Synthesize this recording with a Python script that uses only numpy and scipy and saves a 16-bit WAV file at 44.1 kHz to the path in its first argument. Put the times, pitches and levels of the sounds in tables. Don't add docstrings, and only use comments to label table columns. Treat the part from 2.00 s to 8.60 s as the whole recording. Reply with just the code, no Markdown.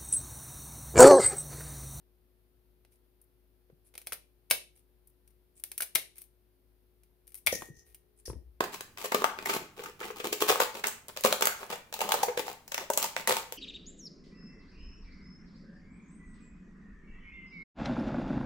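import sys
import numpy as np
from scipy import signal
from scipy.fft import rfft, irfft, next_fast_len
from scipy.io import wavfile
from scipy.ndimage import uniform_filter1d

SR = 44100
rng = np.random.default_rng(int(sys.argv[2]) if len(sys.argv) > 2 else 0)


def output_pcm(signal):
    pcm = np.clip(np.atleast_2d(signal).T, -1, 1) * 32767
    wavfile.write(sys.argv[1], SR, np.round(pcm).astype(np.int16))


N = 291263
SIZE = 16384
BINS = np.fft.rfftfreq(SIZE, 1 / SR)
TIME = np.arange(SIZE) / SR
MS = TIME * 1000

# frequency in Hz, relative level in dB.
SPLINTER_COLOUR = [(40, -20), (100, -12.5), (250, -15), (420, -5.5), (650, -5), (1000, -10.5), (1800, -6),
                   (2300, 2), (2800, -3), (3600, -4.5), (6200, -4), (7500, -10), (9200, 6.5), (12000, 4),
                   (15500, -0.5)]
# start in seconds, relative level in dB, decay in ms, treble in dB, clack of the blades in dB,
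# pitch of the clack as a ratio, how much earlier the split comes in ms, relative level of the split in dB.
CUT_SNAPS = [(2.5101, -7.5, 2.86, -7, -16, 1.14, 9.3, -30), (3.9560, -12, 2.6, -9, -17, 1, 5, -17),
             (5.4711, -12.5, 2.5, -11.5, -4.5, 1, 6.7, -20)]


def amp(db):
    return 10 ** (np.asarray(db) / 20)


def unit(x):
    return x / np.sqrt(np.mean(x ** 2) + 1e-30)


def read(points, hz):
    f, value = np.transpose(points)
    return np.interp(np.log(hz + 1), np.log(f), value)


def add(mix, s, sound):
    part = mix[:, round(s * SR):][:, :sound.shape[-1]]
    part += sound[..., :part.shape[1]]


def pan(db):
    return amp(np.array([[db], [-db]]) / 2)


def pair(likeness, size=SIZE):
    shared = rng.standard_normal(size)
    own = rng.standard_normal((2, size))
    likeness = np.clip(likeness, 0, 1)
    return np.sqrt(likeness) * shared + np.sqrt(1 - likeness) * own


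def colour(x, gain):
    log_gain = np.log(np.maximum(unit(gain), 1e-5))
    circle = np.concatenate([log_gain, log_gain[-2:0:-1]])
    response = np.exp(np.conj(signal.hilbert(circle)))[:len(BINS)]
    filtered = irfft(rfft(x) * response)
    return filtered * (TIME < TIME[-1] / 2)


def burst(envelope, likeness):
    z = rfft(pair(likeness) * envelope)
    z /= np.sqrt(uniform_filter1d(abs(z) ** 2, size=280, axis=1) + 1e-12)
    return unit(irfft(z)) * np.sqrt(np.mean(envelope ** 2))


def splinter(grain_db, order):
    grain = unit(uniform_filter1d(rng.standard_normal(SIZE), size=order))
    return unit(amp(grain_db * grain))


def background(air_db=-77.5, air_pan_db=2, hum_pan_db=3):
    # frequency in Hz, relative level in dB per Hz.
    air_colour = [(25, -38.5), (40, -17.5), (55, -3.5), (80, -11.5), (130, -12.5), (280, -15.5),
                  (480, -18.5), (1100, -29), (2000, -31.5), (4500, -34.5), (7500, -44), (10000, -32.5),
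                  (14800, -27.5), (16000, -37.5)]
    # frequency in Hz, likeness of left and right from 0 to 1.
    air_likeness = [(50, 1), (400, 0.28), (1500, 0.11), (5000, 0.038), (14000, .2)]
    # frequency in Hz, rms level in dB before panning.
    hum_lines = [(53.8, -70.5), (107.7, -85.5), (263.8, -88.5), (360.4, -77), (422, -89.5), (479.1, -91.5)]
    size = next_fast_len(N)
    hz = np.fft.rfftfreq(size, 1 / SR)
    t = np.arange(N) / SR

    left, other = rfft(rng.standard_normal((2, size)))
    same = np.clip(read(air_likeness, hz), 0, 1)
    right = same * left + np.sqrt(1 - same ** 2) * other
    z = np.array([left, right]) * amp(read(air_colour, hz))
    hiss_rms = irfft(z * (hz > 600), size).std()
    air = irfft(z, size)[:, :N] / hiss_rms * amp(air_db) * pan(air_pan_db)

    knots = np.linspace(0, t[-1], 30)
    hum = np.zeros(N)
    for line_hz, db in hum_lines:
        drift = np.interp(t, knots, np.cumsum(.5 * rng.standard_normal(len(knots))))
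        hum += np.sqrt(2) * amp(db) * np.sin(2 * np.pi * line_hz * t + drift)
    return air + hum * pan(hum_pan_db)


def fractures():
    # start in seconds, relative level in dB, decay in ms, treble in dB.
    sharp_cracks = [ (0.8492, -56.5, 2.14, -12), (1.9396, -52, 3, -9.5), (1.953, -41, 2.2, -8),
                    (1.978, -33, 2.3, -2.5), (2.015, -48, 4.5, -1.5), (2.0648, -48, 2.5, 5),
                    (2.07, -30.5, 3.2, -4), (2.122, -31, 6, -7.5), (2.1311, -30, 3.9, 4.5),
                    (3.6379, -23.5, 1.7, 4), (3.716, -32, 2.7, 0), (3.7784, -24.5, 2.9, 6.5),
                    (3.8048, -26, 5, 0.5), (3.8212, -25.5, 7, 0), (3.8314, -28, 1.3, 8.5),
                    (5.0339, -58.5, 3.9, 0), (5.5285, -34.5, 2.1, -4.5), (5.6105, -45, 1.8, -20.5),
                    (5.9459, -45, 4.8, 5)]
    # start in seconds, relative level in dB, treble in dB.
    wet_ticks = [(1.215, -53, 26), (3.073, -51.5, 19.5), (3.2757, -54, 4.5), (3.598, -48.5, 11),
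                 (4.182, -39.5, 9), (4.217, -40.5, 8.5), (5.2706, -52.5, 9.5), (5.277, -46.5, 5.5),
                 (5.3205, -52.5, 4), (5.344, -36.5, 9.5), (5.3526, -37.5, 11), (5.373, -50.5, 10)]
    faint_lead_ms, faint_db = 2.3, -30.5
    trail_ms, trail_db = 35, -12

    for s, db, decay_ms, treble_db, _, _, lead_ms, split_db in CUT_SNAPS:
        split = 3, -4.5, 4.5, 11
        yield s - (lead_ms + faint_lead_ms) / 1000, split_db + faint_db, *split
        yield s - lead_ms / 1000, split_db, *split
        yield s, db, decay_ms, -4, treble_db, 1
    for s, db, decay_ms, treble_db in sharp_cracks:
        knock_db = -2 - 0.83 * treble_db
        yield s, db, decay_ms, knock_db, treble_db, 2
    for s, db, treble_db in wet_ticks:
        wet = 3.1, -1, treble_db, 5.5
        yield s, db, *wet
        for late_ms in trail_ms * rng.random(size=2):
            yield s + late_ms / 1000, db + trail_db, *wet


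def cracks(likeness=0.68, knock_hz=1150, treble_hz=6000, rise_ms=.3):
    out = np.zeros((2, N))
    knock = 1 / (1 + (BINS / knock_hz) ** 4)
    treble = 1 - 1 / (1 + (BINS / treble_hz) ** 4)
    for s, db, decay_ms, knock_db, treble_db, pan_db in fractures():
        smooth = (1 - np.exp(-MS / rise_ms)) * np.exp(-MS / decay_ms)
        envelope = unit(smooth * splinter(grain_db=5.5, order=14)) * np.sqrt(np.mean(smooth ** 2))
        gain = amp(read(SPLINTER_COLOUR, BINS) + knock_db * knock + treble_db * treble)
        add(out, s, amp(db) * pan(pan_db) * colour(burst(envelope, likeness), gain))
    return out


def squishes(likeness=0.055, grain_db=5, pan_db=3, squeak_width=0.123):
    # start in seconds, length in seconds, rising share of it, relative level in dB,
    # pitch of the squeak in Hz, broad hiss against the squeak in dB.
    slides = [(0.911, 0.07, 0.22, -67.5, 9650, 7), (1.841, 0.061, 0.49, -63.5, 10100, -4),
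              (2.746, 0.073, 0.31, -63, 9880, 3), (3.549, 0.063, 0.42, -61.5, 9000, -5),
              (4.149, 0.076, .3, -57, 9600, 16), (5.519, 0.07, 0.091, -31.5, 5940, 0),
              (5.562, 0.15, 0.16, -48.5, 7060, 6.5), (5.733, .11, .5, -59.5, 6050, -6),
              (5.843, 0.114, .36, -62.5, 9520, 16), (6.16, 0.056, .7, -61, 9380, -5),
              (6.254, 0.07, 0.062, -47, 5450, -7), (6.251, 0.081, 0.17, -46, 9950, -18)]
    out = np.zeros((2, N))
    for s, length, rising, db, hz, hiss_db in slides:
        swell = np.interp(TIME / length, [0, np.clip(rising, .05, .95), 1], [0, 1, 0])
        squeak = unit(1 / (1 + ((BINS - hz) / (squeak_width * hz)) ** 2))
        hiss = amp(hiss_db) * unit(amp(read(SPLINTER_COLOUR, BINS)))
        grains = burst(swell * splinter(grain_db, order=60), likeness)
        add(out, s, amp(db) * pan(pan_db) * colour(grains, np.hypot(squeak, hiss)))
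    return out


def pushes(cycles=0.73, second_slap_db=-30.5):
    # start in seconds, relative level of the first in dB, its pitch in Hz, its wet slap in dB,
    # delay until the second in ms, relative level of the second in dB, its pitch in Hz.
    thuds = [(1.6996, -51, 440, -12, 26, -56, 146), (5.47, -42.5, 398.4, -25.5, 5.3, -47.5, 78),
             (5.5271, -21, 532, -18.5, 19.4, -41.5, 200.2), (5.6213, -34.5, 970, -2, 28, -63.5, 116),
             (5.687, -46, 364, -16, 13.3, -41.5, 140), (6.279, -36.5, 449, -11.5, 1.53, -38, 61.3),
             (6.2989, -34, 401, -10.5, 1, -38, 118), (6.331, -40, 364, -11, 22, -37.5, 63.5)]
    for s, first_db, first_hz, slap_db, delay_ms, second_db, second_hz in thuds:
        yield s, first_db, first_hz, 1000 * cycles / first_hz, slap_db
        yield s + delay_ms / 1000, second_db, second_hz, 1000 * cycles / second_hz, second_slap_db


def flops(slap_ms=4, slap_hz=1500, pan_db=1):
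    out = np.zeros((2, N))
    for s, db, hz, swell_ms, slap_db in pushes():
        u = MS / swell_ms
        push = u * np.exp(1 - u) * np.sin(2 * np.pi * hz * TIME)
        slap = colour(burst(np.exp(-MS / slap_ms), 0.16), 1 / (1 + (BINS / slap_hz) ** 2))
        add(out, s, amp(db) * pan(pan_db) * (push + amp(slap_db) * slap))
    return out


def shudder(level_db=-17, decay_ms=45, corner_hz=420, pan_db=2):
    out = np.zeros((2, N))
    gain = BINS / (BINS + 40) / (1 + (BINS / corner_hz) ** 4)
    for s, db, _, swell_ms, _ in pushes():
        strength = amp(db + level_db) * np.sqrt(swell_ms / 10)
        rumble = colour(pair(0.69) * np.exp(-MS / decay_ms), gain)
        add(out, s, strength * pan(pan_db) * rumble)
    return out


def clacks(pan_db=4, port_turn=0.055):
    # start in seconds, relative level in dB, pitch in Hz.
    knocks = [(2.1217, -26, 1480), (2.5102, -23, 1200), (3.8048, -20.5, 1555), (5.9459, -52, 2970),
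              (6.3005, -29.5, 1010)]
    # multiple of the pitch, width in Hz, relative level in dB.
    knock_modes = [(1, 290, 2), (.43, 140, -15)]
    # pitch in Hz, width in Hz, relative level in dB.
    shear_modes = [(460, 230, -16), (2230, 160, -1.5), (2720, 350, -9), (3410, 400, -2.5),
                   (4900, 820, -11.5)]
    out = np.zeros((2, N))
    rings = []
    for s, db, hz in knocks:
        for ratio, width_hz, mode_db in knock_modes:
            rings.append((s, db + mode_db, hz * ratio, width_hz))
    for s, _, _, _, db, ratio, _, _ in CUT_SNAPS:
        for hz, width_hz, mode_db in shear_modes:
            rings.append((s, db + mode_db, hz * ratio, width_hz))
    for s, db, hz, width_hz in rings:
        phase = port_turn * rng.standard_normal((2, 1))
        fade = np.exp(-np.pi * width_hz * TIME)
        onset = 1 - np.exp(-hz * TIME)
        ring = fade * onset * np.sin(2 * np.pi * (hz * TIME + phase))
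        add(out, s, amp(db) * pan(pan_db) * ring)
    return out


def bowl(pan_db=3):
    mode_hz = [420, 479, 759, 1836, 1890, 5733, 6002]
    # relative level in dB, time to fall by 60 dB in seconds.
    mode_ring = [(-22.5, 3.95), (-27.5, 2.53), (-29.5, 2.04), (-2, 0.62), (-3, 0.68), (-25, 0.8),
                 (-11.5, 0.75)]
    # start in seconds, relative level in dB, ring length as a share of the free ring.
    blows = [(5.528, -45, 1), (6.256, -63, .5)]
    # start in seconds, relative level in dB.
    bobs = [(5.772, -58), (6.363, -44.5)]
    # pitch in Hz, relative level in dB, time to fall by 60 dB in seconds.
    bob_modes = [(57.7, -3, 0.95), (66.24, -4, 0.69)]
    out = np.zeros((2, N))
    t = np.arange(SR) / SR
    for s, blow_db, share in blows:
        for hz, (db, t60) in zip(mode_hz, mode_ring):
            phase = rng.random() + rng.random((2, 1)) / 4
            fade = np.exp(-np.log(1000) * t / (t60 * share))
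            add(out, s, amp(blow_db + db) * fade * np.sin(2 * np.pi * (hz * t + phase)))
    for s, bob_db in bobs:
        for hz, db, t60 in bob_modes:
            fade = np.exp(-np.log(1000) * t / t60)
            add(out, s, amp(bob_db + db) * fade * np.sin(2 * np.pi * hz * t))
    return out * pan(pan_db)


def kitchen(x, gap_ms=0.28, build_ms=4, early_db=3, early_ms=12):
    # frequency in Hz, time for the echoes to fall by 60 dB in seconds.
    room_t60 = [(150, 0.65), (600, 0.24), (1300, 0.2), (2200, 0.28), (3000, 0.3), (5000, 0.28),
                (10000, 0.27), (16000, 0.15)]
    # frequency in Hz, relative level in dB.
    room_send = [(100, -14.5), (500, -2), (1400, -6), (2300, -8), (3200, -6.5), (5000, -6), (7500, -7.5),
                 (10000, -10), (16000, -5)]
    ms = np.arange(SR) * 1000 / SR
    build = 1 - np.exp(-np.maximum(ms - gap_ms, 0) / build_ms)
    strength = build * (1 + amp(early_db) * np.exp(-ms / early_ms))
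    taps = rng.standard_normal((2, SR)) * (rng.random((2, SR)) < .25) * strength
    hz, t, z = signal.stft(taps, SR, nperseg=256)
    z *= np.exp(-np.log(1000) * t / read(room_t60, hz)[:, None])
    z /= np.sqrt(uniform_filter1d((abs(z) ** 2).sum(2, keepdims=True), size=3, axis=1))
    tail = signal.istft(z, SR, nperseg=256)[1]
    coloured = signal.istft(z * amp(read(room_send, hz))[:, None], SR, nperseg=256)[1]
    return signal.fftconvolve(x, coloured / np.linalg.norm(tail[0]), axes=1)[:, :N]


def ports(x, lag_ms=0.021, rumble_hz=200, rumble_db=4, rumble_turn=0.72):
    size = next_fast_len(N + SIZE)
    hz = np.fft.rfftfreq(size, 1 / SR)
    left, right = rfft(x, size)
    rumble = 1 / (1 + (hz / rumble_hz) ** 2)
    turn = 2 * np.pi * hz * lag_ms / 1000 + rumble_turn * rumble
    lead = amp(rumble_db * rumble / 2) * np.exp(.5j * turn)
    return irfft(np.array([left * lead, right / lead]), size)[:, :N]


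def scene(crack_db=2.5, flop_room_db=-5, ring_room_db=-4):
    cutting = amp(crack_db) * cracks() + clacks() + squishes()
    thuds, ring = flops(), bowl()
    room = kitchen(cutting + amp(flop_room_db) * thuds + amp(ring_room_db) * ring)
    return ports(cutting + thuds + shudder() + room + background()) + ring


def record(dry, threshold_db=-19, squeeze=0.59, edge_hz=15700):
    power = abs(uniform_filter1d((dry ** 2).mean(0), size=130))
    power_db = 10 * np.log10(power + 1e-12)
    over_db = uniform_filter1d(np.maximum(power_db - threshold_db, 0), size=130)
    limited = dry * amp(-squeeze * over_db)
    low_pass = signal.firwin(255, edge_hz, window=("kaiser", 8), fs=SR)
    return signal.oaconvolve(limited, low_pass[None], "same")


dry = scene()
out = record(dry)
output_pcm(out)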